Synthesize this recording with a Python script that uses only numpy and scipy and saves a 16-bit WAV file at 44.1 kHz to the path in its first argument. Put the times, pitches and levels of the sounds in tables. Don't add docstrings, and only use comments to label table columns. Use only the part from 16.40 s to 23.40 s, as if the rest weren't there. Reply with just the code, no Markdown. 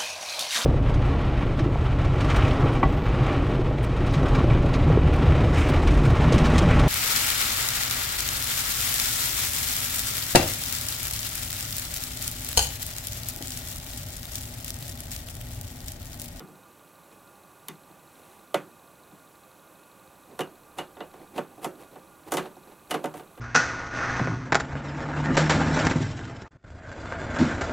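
import sys
import numpy as np
from scipy import signal
from scipy.fft import rfft, irfft
from scipy.io import wavfile

SR = 44100
rng = np.random.default_rng(int(sys.argv[2]) if len(sys.argv) > 2 else 0)


def wav_out(sig):
    wavfile.write(sys.argv[1], SR, np.round(np.clip(np.atleast_2d(sig).T, -1, 1) * 32767).astype(np.int16))


N = 308700

BAND_EDGES_HZ = [135, 250, 415, 830, 1700, 2680, 3100, 4400, 16000]
# pitch in Hz, relative level in dB, time to fall 60 dB in s.
PANEL_TONES = [(156.5, -7, 0.17), (191.7, -10, 0.21), (303, 3, 0.16), (347.4, -2, 0.21),
               (374.4, -3.5, 0.28), (456, 0, 0.11), (512, -10, 0.22), (576, -5.5, 0.2), (734.3, 5, 0.075),
               (910.6, 1, 0.11), (1055, -4.5, 0.13), (1135, -1.5, 0.13), (1244, -3.5, 0.12),
               (1428, -6.5, 0.11), (1550, -32, .13), (2003, -5, 0.091), (2120, -12, 0.11),
               (2190, -30, 0.13), (2820, -9, 0.15), (2880, -3, 0.12), (2962, -3.5, 0.077),
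               (3373, -15.5, 0.039), (3600, -16, 0.084), (3770, -16, 0.034), (6370, -6, 0.085),
               (7900, -29, .06)]
# rise in s, first fall by 60 dB in s, room's fall by 60 dB in s, room noise in dB against the first
# noise, tones in dB against all the noise, gain in dB.
BAND_ANSWERS = [(0.014, 0.12, 0.59, -13.5, 7, -12.5), (0.0012, 0.078, 0.62, -18.5, 3, -5),
                (0.00061, 0.17, 0.36, -8.5, 4, -3), (0.00065, 0.13, 0.26, -3.5, 1, -7),
                (0.00083, 0.027, 0.18, -5.5, -2.5, -10.5), (0.00038, 0.063, .16, -34, 17, -11.5),
                (0.00048, 0.04, 0.24, -14, 4, -17.5), (0.00022, 0.037, 0.15, -9.5, -16.5, -3.5)]
# frequency in Hz, gain in dB.
MURMUR_COLOUR = [(40, -38), (100, -13), (160, -1.5), (430, 5), (620, -3.5), (750, 2), (1300, -19.5),
                 (2200, -17.5), (3000, -26), (4200, -25), (9000, -48)]
# frequency in Hz, gain in dB.
RUB_HISS_COLOUR = [(1000, 0), (2800, -2), (5000, -10.5), (9500, -3), (12000, -5), (16000, -11)]
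# frequency in Hz, gain in dB.
HISS_COLOUR = [(15, -52), (25, -19), (190, 0), (229, -5.5), (309, 1), (476, -6.5), (516, 0), (677, -5),
               (1190, -3.5), (1290, -7.5), (1440, -8), (1890, -16), (5000, -20.5), (11900, -19),
               (16000, -23)]
# centre in Hz, width in Hz, height in dB.
HISS_HUMPS = [(806, 9.8, 10), (1179, 28, 7.5), (1358, 58, -13.5), (1416, 45, 10.5), (2513, 160, 8.5),
              (5030, 540, -5), (10350, 350, 4.5), (12400, 400, 2)]
# pitch in Hz, rms level in dB.
WHINE_TONES = [(7800, -79), (7827, -80), (9001, -82), (9798, -80), (11951, -79), (11999, -82), (13248, -76)]
# frequency in Hz, left minus right in dB.
HISS_BALANCE = [(90, 2.5), (170, -2), (450, -2.2), (750, -3), (900, -5), (1200, -4.5), (1900, -.7),
                (16000, 0)]
# frequency in Hz, left minus right in dB.
MACHINE_BALANCE = [(50, 1.5), (140, 4.5), (180, 2.5), (280, -4.2), (770, -3), (1200, -1.5), (2300, .3),
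                   (4200, 0), (8300, -1), (13000, 0)]
# frequency in Hz, gain in dB.
PANEL_RADIATION = [(70, 8), (150, 0), (1400, 2), (1700, -2), (2900, -2.5), (3900, 6.5), (4800, 0),
                   (6300, 4), (11000, 3), (13500, -1), (16000, -12)]
# time in seconds, level in dB.
RUMBLE_LEVEL = [(0, -70), (0.3, -88), (3.5, -86), (4, -71.5), (4.8, -69.5), (5.4, -71), (5.85, -72),
                (5.97, -64), (6.12, -70.5), (7, -71)]
# frequency in Hz, gain in dB.
SIDE_SPREAD = [(150, -14), (350, -22), (1500, -20), (4800, -25), (7300, -12), (9500, -15), (12000, -25)]
# start in seconds, level in dB, time to fall 60 dB in s.
BUTTON_RELEASE = (1.284, -26.5, 0.015)
# snap time in seconds, level in dB, hardness in dB per octave,
# contact tick in dB, knob ring in dB, shaft thunk in dB against the snap, climb in s.
NOTCH_SNAPS = [(3.9907, -27.5, -.5, -16, -8, -12, .008), (4.0058, -33, 2.4, -10, 5, -8, .004),
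               (4.3846, -31.5, 1.8, -12.5, 6, -7, .022), (4.604, -35, .2, -31, 2.5, -5, .03),
               (4.9785, -26.5, -1.3, -21, 2, 1, .045), (5.244, -28, 0, -11, -2, -8, .033),
               (5.9195, -26.5, 0.5, -7.5, -6, -10, .015), (6.5084, -29, 3, -6.5, 4.5, -4, 0.017),
               (6.641, -27, -2, -20, -4, 0, 0.017)]
# start
# in seconds, level in dB, hardness in dB per octave, contact tick in dB.
LOOSE_KNOCKS = [(4.567, -45.5, -.5, -25), (4.737, -47.5, -0.5, -18), (5.177, -45, -9.5, -24),
                (5.556, -43, -2, -25), (5.937, -25.5, -2, -9), (5.9695, -29, 3, -6.5),
                (5.9778, -28, 1.2, -25), (6.055, -42.5, .5, -24), (6.166, -47.5, -6, -18),
                (6.541, -25, -0.2, -18), (6.657, -35, 0, -13.5), (6.739, -37.5, -2.5, -18),
                (6.795, -43, 0.5, -25), (6.975, -46.5, 0, -20)]
# start in seconds, level in dB,
# hardness in dB per octave, contact tick in dB.
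FINGER_PUSHES = [(.002, -42, -.8, -23), (.085, -49, -5, -19), (1.2829, -43, 5, -2.5), (1.301, -52, -4, -19),
                 (1.493, -54.5, -1.5, -18), (2.718, -52, -7, -26)]
# frequency in Hz, gain in dB.
PUSH_COLOURING = [(180, 11.5), (320, 3.5), (590, -8), (1200, -1), (3700, 1)]
# start in seconds, length in s, murmur in dB, hiss in dB, both before the rub's rise and fall.
LONGER_RUBS = [(0.697, 0.065, -58, -61), (1.61, 0.47, -66, -60.5), (3.864, 0.12, -51.5, -82),
               (4.734, 0.14, -49.5, -82), (5.363, .1, -48.5, -57), (5.503, 0.065, -48.5, -77),
               (5.858, 0.046, -44.5, -55), (5.992, .1, -43, -57.5), (6.233, 0.13, -53.5, -65),
               (6.726, .094, -52.5, -52)]
# start in seconds, level in dB,
# hardness in dB per octave, contact tick in dB, knob ring in dB, shaft thunk in dB against the blow.
KNOB_GRAB = (2.1425, -24.5, 2.2, -13, -3, 5)
# pitch in Hz, relative level in dB, time to fall 60 dB in s.
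SHAFT_TONES = [(440, -4, .07), (570, 0, .09), (655, -3, .06)]

HISS_DB = -54.5
BLIP_ECHO_S, BLIP_ECHO_DB = .0026, -7
FIDGET_DB, FIDGET_SPREAD_DB, FIDGETS_PER_S = 7, 4.5, 20
PIVOT_HZ = 594
SOFT_THUD = .16
KNOB_BAND = 5
DETUNE = .007
CLIMB_DB, CLIMB_HISS_DB, OVERRUN_S = -13.5, -6.5, 0.021
EDGE_HZ = 15900


def amp(db):
    return 10 ** (np.asarray(db) / 20)


def unit(x):
    return x / np.sqrt(np.mean(x ** 2) + 1e-20)


def read(points, hz):
    f, value = np.transpose(points)
    return np.interp(np.log(hz + 1), np.log(f + 1), value)


def add(mix, s, sound):
    part = mix[max(round(s * SR), 0):][:len(sound)]
    part += sound[:len(part)]


def colour(x, points):
    n = x.shape[-1]
    return irfft(rfft(x) * amp(read(points, np.fft.rfftfreq(n, 1 / SR))), n)


def dying(t, t60):
    return np.exp(-np.log(1000) * t / t60)


def grains(n, spread_db, per_s):
    noise = rng.standard_normal(n)
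    sizes_db = spread_db * rng.standard_normal(n // 10).clip(-2, 2)
    clump_position = np.arange(n) / SR * per_s
    return noise * amp(np.interp(clump_position, np.arange(len(sizes_db)), sizes_db))


def background():
    hz = np.fft.rfftfreq(N, 1 / SR)
    humps_db = sum(db / (1 + (2 * (hz - f) / width) ** 2) for f, width, db in HISS_HUMPS)
    shape_db = read(HISS_COLOUR, hz) + humps_db
    noise = irfft(rfft(rng.standard_normal(N)) * amp(shape_db), N)
    return amp(HISS_DB) * unit(noise)


def electronic_whine_and_ticking(tick_hz=3950):
    t = np.arange(N) / SR
    whine = np.zeros(N)
    for hz, db in WHINE_TONES:
        whine += np.sqrt(2) * amp(db) * np.sin(2 * np.pi * (hz * t + rng.random()))
    beat, within = np.divmod(t + .0239, .04)
    size, drift = rng.standard_normal((N, 2))[beat.astype(int)].T
    blip_db = np.where(beat % 2, -59, -53.5) + .7 * size
    bump = np.exp(-((within - .02) / .0007) ** 2)
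    tone = np.sin(2 * np.pi * (tick_hz + 60 * drift) * t)
    blips = amp(blip_db) * bump * tone
    echo = amp(BLIP_ECHO_DB) * np.roll(blips, round(BLIP_ECHO_S * SR))
    return whine + blips + echo


def rumble():
    deep = colour(rng.standard_normal(N), [(10, -4), (35, -18), (80, -0.5), (130, -13), (400, -70)])
    fidget = colour(grains(N, spread_db=FIDGET_SPREAD_DB, per_s=FIDGETS_PER_S), MURMUR_COLOUR)
    level_db = np.interp(np.arange(N) / SR, *np.transpose(RUMBLE_LEVEL))
    return (unit(deep) + amp(FIDGET_DB) * unit(fidget)) * amp(level_db)


def band_centres():
    return np.sqrt(np.multiply(BAND_EDGES_HZ[:-1], BAND_EDGES_HZ[1:]))


def band_levels(level_db, hardness, tick_db, ring_db=0):
    octaves = np.log2(band_centres() / PIVOT_HZ)
    db = hardness * np.where(octaves > 0, octaves, SOFT_THUD * octaves)
    db[KNOB_BAND] += ring_db
    db[-1] = tick_db
    return level_db + db


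def strikes():
    pushes = [(s, band_levels(*blow) + read(PUSH_COLOURING, band_centres())) for s, *blow in FINGER_PUSHES]
    grab = [(KNOB_GRAB[0], band_levels(*KNOB_GRAB[1:-1]))]
    snaps = [(s, band_levels(*blow)) for s, *blow, thunk_db, climb in NOTCH_SNAPS]
    knocks = [(s, band_levels(*blow)) for s, *blow in LOOSE_KNOCKS]
    return pushes + grab + snaps + knocks


def ringing(tones, t):
    hz, db, t60 = np.transpose(tones)[:, :, None]
    hz = hz * (1 + DETUNE * rng.standard_normal(hz.shape))
    waves = np.sin(2 * np.pi * (hz * t + rng.random(hz.shape)))
    return np.sum(amp(db) * dying(t, t60) * waves, axis=0)


def blows():
    t = np.arange(SR // 2) / SR
    blow_samples = .02 * SR
    bands = [signal.butter(3, edges, "bandpass", fs=SR, output="sos")
             for edges in zip(BAND_EDGES_HZ, BAND_EDGES_HZ[1:])]
    out = np.zeros(N)
    for s, bands_db in strikes():
        ring = ringing(PANEL_TONES, t)
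        chatter = grains(len(t), spread_db=4.0, per_s=900)
        room = rng.standard_normal(len(t))
        for band, band_db, answer in zip(bands, bands_db, BAND_ANSWERS):
            rise, first_t60, room_t60, room_db, tones_db, gain_db = answer
            swell = 1 - np.exp(-t / rise)
            first_noise = chatter * dying(t, first_t60)
            room_tail = amp(room_db) * room * dying(t, room_t60)
            dense = signal.sosfilt(band, swell * (first_noise + room_tail))
            tones = signal.sosfilt(band, swell * ring)
            sound = unit(dense) + amp(tones_db) * unit(tones)
            strength = np.sqrt(np.sum(sound ** 2) / blow_samples)
            add(out, s, amp(band_db + gain_db) * sound / strength)
    return colour(out, PANEL_RADIATION)


def climbs():
    rows = []
    for s, db, _, tick_db, _, _, climb in NOTCH_SNAPS:
        rows.append((s - climb, climb + OVERRUN_S, db + CLIMB_DB, db + tick_db + CLIMB_HISS_DB))
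    return rows


def rubs(late=1.28):
    out = np.zeros(N)
    slips = grains(N, spread_db=2.5, per_s=370)
    body = unit(colour(slips, MURMUR_COLOUR))
    hiss = unit(colour(slips, RUB_HISS_COLOUR))
    for start, length, body_db, hiss_db in LONGER_RUBS + climbs():
        rub = slice(round(start * SR), round((start + length) * SR))
        sound = amp(body_db) * body[rub] + amp(hiss_db) * hiss[rub]
        swell = np.sin(np.pi * np.linspace(0, 1, len(sound)) ** late)
        add(out, start, sound * swell)
    return out


def button():
    s, db, t60 = BUTTON_RELEASE
    t = np.arange(SR // 10) / SR
    bright = [(3000, -42), (7000, -25), (9500, 1), (13000, 3), (16000, -4)]
    fizz = unit(colour(rng.standard_normal(len(t)), bright))
    out = np.zeros(N)
    add(out, s, amp(db) * fizz * dying(t, t60))
    return out


def shaft(rise_s=.002):
    t = np.arange(SR // 5) / SR
    swell = 1 - np.exp(-t / rise_s)
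    out = np.zeros(N)
    for s, level_db, _, _, _, thunk_db, *_ in [KNOB_GRAB] + NOTCH_SNAPS:
        add(out, s, amp(level_db + thunk_db) * swell * ringing(SHAFT_TONES, t))
    return out


def microphones(x, balance):
    hz = np.fft.rfftfreq(N, 1 / SR)
    t = np.arange(SR // 20) / SR
    scatter = rng.standard_normal(len(t)) * dying(t, .05)
    side = rfft(scatter / np.linalg.norm(scatter), N) * amp(read(SIDE_SPREAD, hz))
    half_db = read(balance, hz) / 2
    left_right = np.array([amp(half_db) + side, amp(-half_db) - side])
    return irfft(rfft(x) * left_right, N)


def scene():
    hiss = microphones(background(), HISS_BALANCE)
    electronics = electronic_whine_and_ticking()
    machine = rumble() + blows() + rubs() + button() + shaft()
    return hiss + electronics + microphones(machine, MACHINE_BALANCE)


def record(dry):
    low_pass = signal.firwin(511, EDGE_HZ, window=("kaiser", 9), fs=SR)
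    return signal.oaconvolve(dry, low_pass[None], "same")


dry = scene()
out = record(dry)
wav_out(out)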